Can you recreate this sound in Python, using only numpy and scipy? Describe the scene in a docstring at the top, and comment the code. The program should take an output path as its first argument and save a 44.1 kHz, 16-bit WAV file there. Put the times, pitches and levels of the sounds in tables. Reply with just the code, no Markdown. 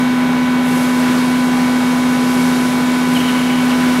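"""A plate rolling machine in a large factory hall, the microphone a few metres from the rolls.
From the start its hydraulic pump gives a strong steady hum with a ladder of whining overtones;
a slower motor and other machines drone beneath, in the wash of the hall.
Within the first second a hiss opens, probably oil through a valve, and stays on.
Near the end come a few short falling squeaks, which echo in the hall."""
import sys
import numpy as np
from scipy import signal
from scipy.fft import rfft, irfft, next_fast_len
from scipy.io import wavfile
from scipy.ndimage import uniform_filter1d, map_coordinates

SR = 44100
rng = np.random.default_rng(int(sys.argv[2]) if len(sys.argv) > 2 else 0)


def int16_out(signal):
    """Quantize to a 16-bit WAV file."""
    q = np.round(np.clip(np.atleast_2d(signal).T, -1, 1) * 32767)
    wavfile.write(sys.argv[1], SR, q.astype(np.int16))


N = 176400


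def amp(db):
    """Decibels to gain."""
    return 10 ** (np.asarray(db) / 20)


def unit(x):
    """Scale to rms 1."""
    return x / np.sqrt(np.mean(x ** 2) + 1e-20)


def curve(rows):
    """Points (t/s, value) joined by straight lines, one value per sample."""
    return np.interp(np.arange(N) / SR, *np.transpose(rows))


def wobble(rate):
    """A smooth random curve, rate knots a second."""
    return map_coordinates(rng.standard_normal(1000), [np.arange(N) * rate / SR + 2], mode="wrap")


def filtered(x, response):
    """Shape the spectrum of x by a gain that depends on frequency."""
    size = next_fast_len(N + SR // 2)
    return irfft(rfft(x, size) * response(np.fft.rfftfreq(size, 1 / SR)), size)[:N]


def rush(spectrum, patchy_db):
    """Noise of rms 1, coloured by rows of (f/Hz, level/dB), with patches of random gain."""
    bins = signal.stft(rng.standard_normal(N), nperseg=512)[2]
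    patches = uniform_filter1d(rng.standard_normal(bins.shape), size=6, axis=0)
    patches = uniform_filter1d(patches, size=14, axis=1)
    noise = signal.istft(bins * amp(patchy_db * unit(patches)), nperseg=512)[1][:N]
    f, db = np.transpose(spectrum)
    return unit(filtered(noise, lambda hz: amp(np.interp(np.log(hz + 1), np.log(f + 1), db))))


def turning(hz, spread_hz):
    """Phase of something that turns at a slightly unsteady rate."""
    return 2 * np.pi * np.cumsum(hz + spread_hz * wobble(5.1)) / SR


def tone(phase, db, waver_db):
    """One partial of rms level db that wavers as it crosses the hall."""
    return np.sqrt(2) * amp(db + waver_db * wobble(6.86)) * np.sin(phase + 2 * np.pi * rng.random())


def hall():
    """The diffuse wash of all the machines in the hall, swelling slightly now and then."""
    # colour of the wash: f/Hz, relative level/dB
    colour = [(25, -80.5), (60, -68), (110, -61), (150, -52), (200, -52), (330, -50.5), (450, -53),
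              (700, -56.5), (1100, -55.5), (1500, -58), (2100, -60), (2700, -64), (3600, -67), (5000, -73),
              (8000, -78), (12000, -79.5), (15500, -91)]
    # course of the wash: t/s, level/dB
    levels = [(0, -22.5), (1.0, -23), (1.04, -20.8), (1.3, -22.5), (2.3, -22.5), (3.1, -22), (3.6, -22),
              (3.71, -20.5), (3.76, -22.5), (3.9, -20.5), (4, -20.5)]
    return amp(curve(levels) + 0.27 * wobble(8)) * rush(colour, patchy_db=0.3)


def machinery(motor_hz=46.1):
    """A slow motor hums at multiples of its shaft rate; other machines drone at their own pitches."""
    # motor partials: multiple of the shaft rate, level/dB
    orders = [(1, -52), (2, -44.5), (3, -40)]
    # tones of the other machines: f/Hz, level/dB
    drones = [(155, -40), (170.5, -32.5), (225, -42), (616, -45.5), (808.8, -36.5), (938, -45.5)]
    shaft = turning(motor_hz, spread_hz=0.2)
    motor = sum(tone(order * shaft, db, waver_db=0.5) for order, db in orders)
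    return motor + sum(tone(turning(hz, spread_hz=0.51), db, waver_db=2) for hz, db in drones)


def valve(attack_s=0.061, release_s=0.08):
    """A hiss that opens and follows the flow, with surges of brighter fizz on top."""
    # colour of the hiss: f/Hz, relative level/dB
    hiss_colour = [(1200, -86), (3600, -74.5), (5000, -74), (6500, -76.5), (8000, -78), (10000, -78),
                   (12000, -81), (13500, -87), (15300, -96.5)]
    # course of the hiss: t/s, level/dB
    hiss_levels = [(0, -38), (.3, -62), (.58, -48), (.68, -39), (.82, -32.5), (.95, -33), (1.45, -34.5),
                   (2.22, -34), (2.38, -31), (2.72, -33), (3.06, -34.5), (3.15, -32.5), (3.3, -33),
                   (3.55, -34.5), (4, -32.5)]
    # colour of the fizz: f/Hz, relative level/dB
    fizz_colour = [(4000, -22), (7000, -6), (11300, -1), (13500, -10), (15500, -25)]
    # surges of fizz: t/s, length before release/s, level/dB
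    surges = [(0.618, .22, -38), (2.25, 0.48, -42), (3.08, .11, -39)]
    t = np.arange(N) / SR
    fizz_gain = np.zeros(N)
    for start, length, db in surges:
        rise = (t - start) / attack_s
        fall = 1 + (start + length - t) / release_s
        fizz_gain += amp(db) * np.clip(np.minimum(rise, fall), 0, 1)
    hiss = amp(curve(hiss_levels) + 0.27 * wobble(14)) * rush(hiss_colour, patchy_db=0.6)
    return hiss + fizz_gain * rush(fizz_colour, patchy_db=1.7)


def squeaks(fall_octaves=0.244):
    """Short, rasping, falling whistles that swell and break off."""
    # squeaks: t/s, length/s, starting f/Hz, whistle level/dB, rasp against whistle/dB
    events = [(3.149, 0.031, 3330, -22, -8), (3.196, 0.0228, 3400, -28, 2), (3.272, 0.0326, 3200, -31.5, 4),
              (3.346, 0.029, 3250, -30, -6), (3.488, .03, 3300, -33.5, 4), (3.518, 0.0246, 3380, -28.5, -7),
              (3.692, .035, 3300, -33, 1), (3.86, .025, 3100, -33, -7)]
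    # colour of the rasp: f/Hz, relative level/dB
    rasp_colour = [(1500, -27), (2130, -1), (2350, -3), (2600, -1), (3050, -8), (3600, -12), (4020, -8),
                   (5000, -29)]
    out = np.zeros(N + SR)
    rasp = rush(rasp_colour, patchy_db=-2.5)
    jitter = 1 + 0.0094 * wobble(400)
    for start, length, hz, db, rasp_db in events:
        progress = np.linspace(0, 1, int(length * SR))
        at = round(start * SR) + np.arange(len(progress))
        envelope = np.interp(progress, [0, 0.8, 1], [0, 1, 0]) ** 0.48
        pitch_hz = hz * jitter[at] * 2 ** (-fall_octaves * progress)
        whistle = np.sqrt(2) * np.sin(2 * np.pi * np.cumsum(pitch_hz) / SR)
        out[at] += amp(db) * envelope * (whistle + amp(rasp_db) * rasp[at])
    return out[:N]


def echo(x, gain_db=1, t60_s=1.7, delay_s=0.017):
    """The long answer of the hall's walls, reaching the microphone just after the direct sound."""
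    t = np.arange(2 * SR) / SR
    tail = rng.standard_normal(len(t)) * amp(-60 * t / t60_s) * (t > delay_s)
    return amp(gain_db) * signal.fftconvolve(x, tail / np.linalg.norm(tail))[:N]


def pump(pumping_hz=249.6, hum_gain_db=0.5, whine_gain_db=-0.5):
    """The hydraulic pump's pressure ripple: one strong hum and weaker overtones locked to it."""
    # pump partials, the hum first: multiple of the pumping rate, level before gain/dB
    orders = [(1, -15), (3, -45.5), (4, -29.5), (6, -32.5), (7, -46.5), (8, -48), (9, -34.6), (11, -44),
              (13, -44.5), (15, -44), (16, -52.5), (17, -50), (20, -54), (26, -55)]
    # slight swells and dips of the hum: t/s, relative level/dB
    swells = [(0.04, -15), (2.2, -14.5), (2.33, -15.5), (2.39, -14), (2.77, -16), (3.09, -15.5),
              (3.13, -13.5), (3.22, -16), (3.89, -14), (3.96, -14.5)]
    phase = turning(pumping_hz, spread_hz=0.027)
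    swell_db = curve(swells) - curve(swells).mean()
    hum = tone(phase, orders[0][1] + hum_gain_db + swell_db, waver_db=0.05)
    whine = sum(tone(order * phase, db + whine_gain_db, waver_db=0.27) for order, db in orders[1:])
    return hum + whine


def scene():
    """The factory hall in mono, a few metres from the rolls."""
    squeak = squeaks()
    return (pump() + machinery() + hall() + valve() + squeak + echo(squeak))[None]


def record(dry, top_hz=15750):
    """The microphone passes nothing above its band limit."""
    return np.array([filtered(channel, lambda hz: hz < top_hz) for channel in dry])


dry = scene()
out = record(dry)
int16_out(out)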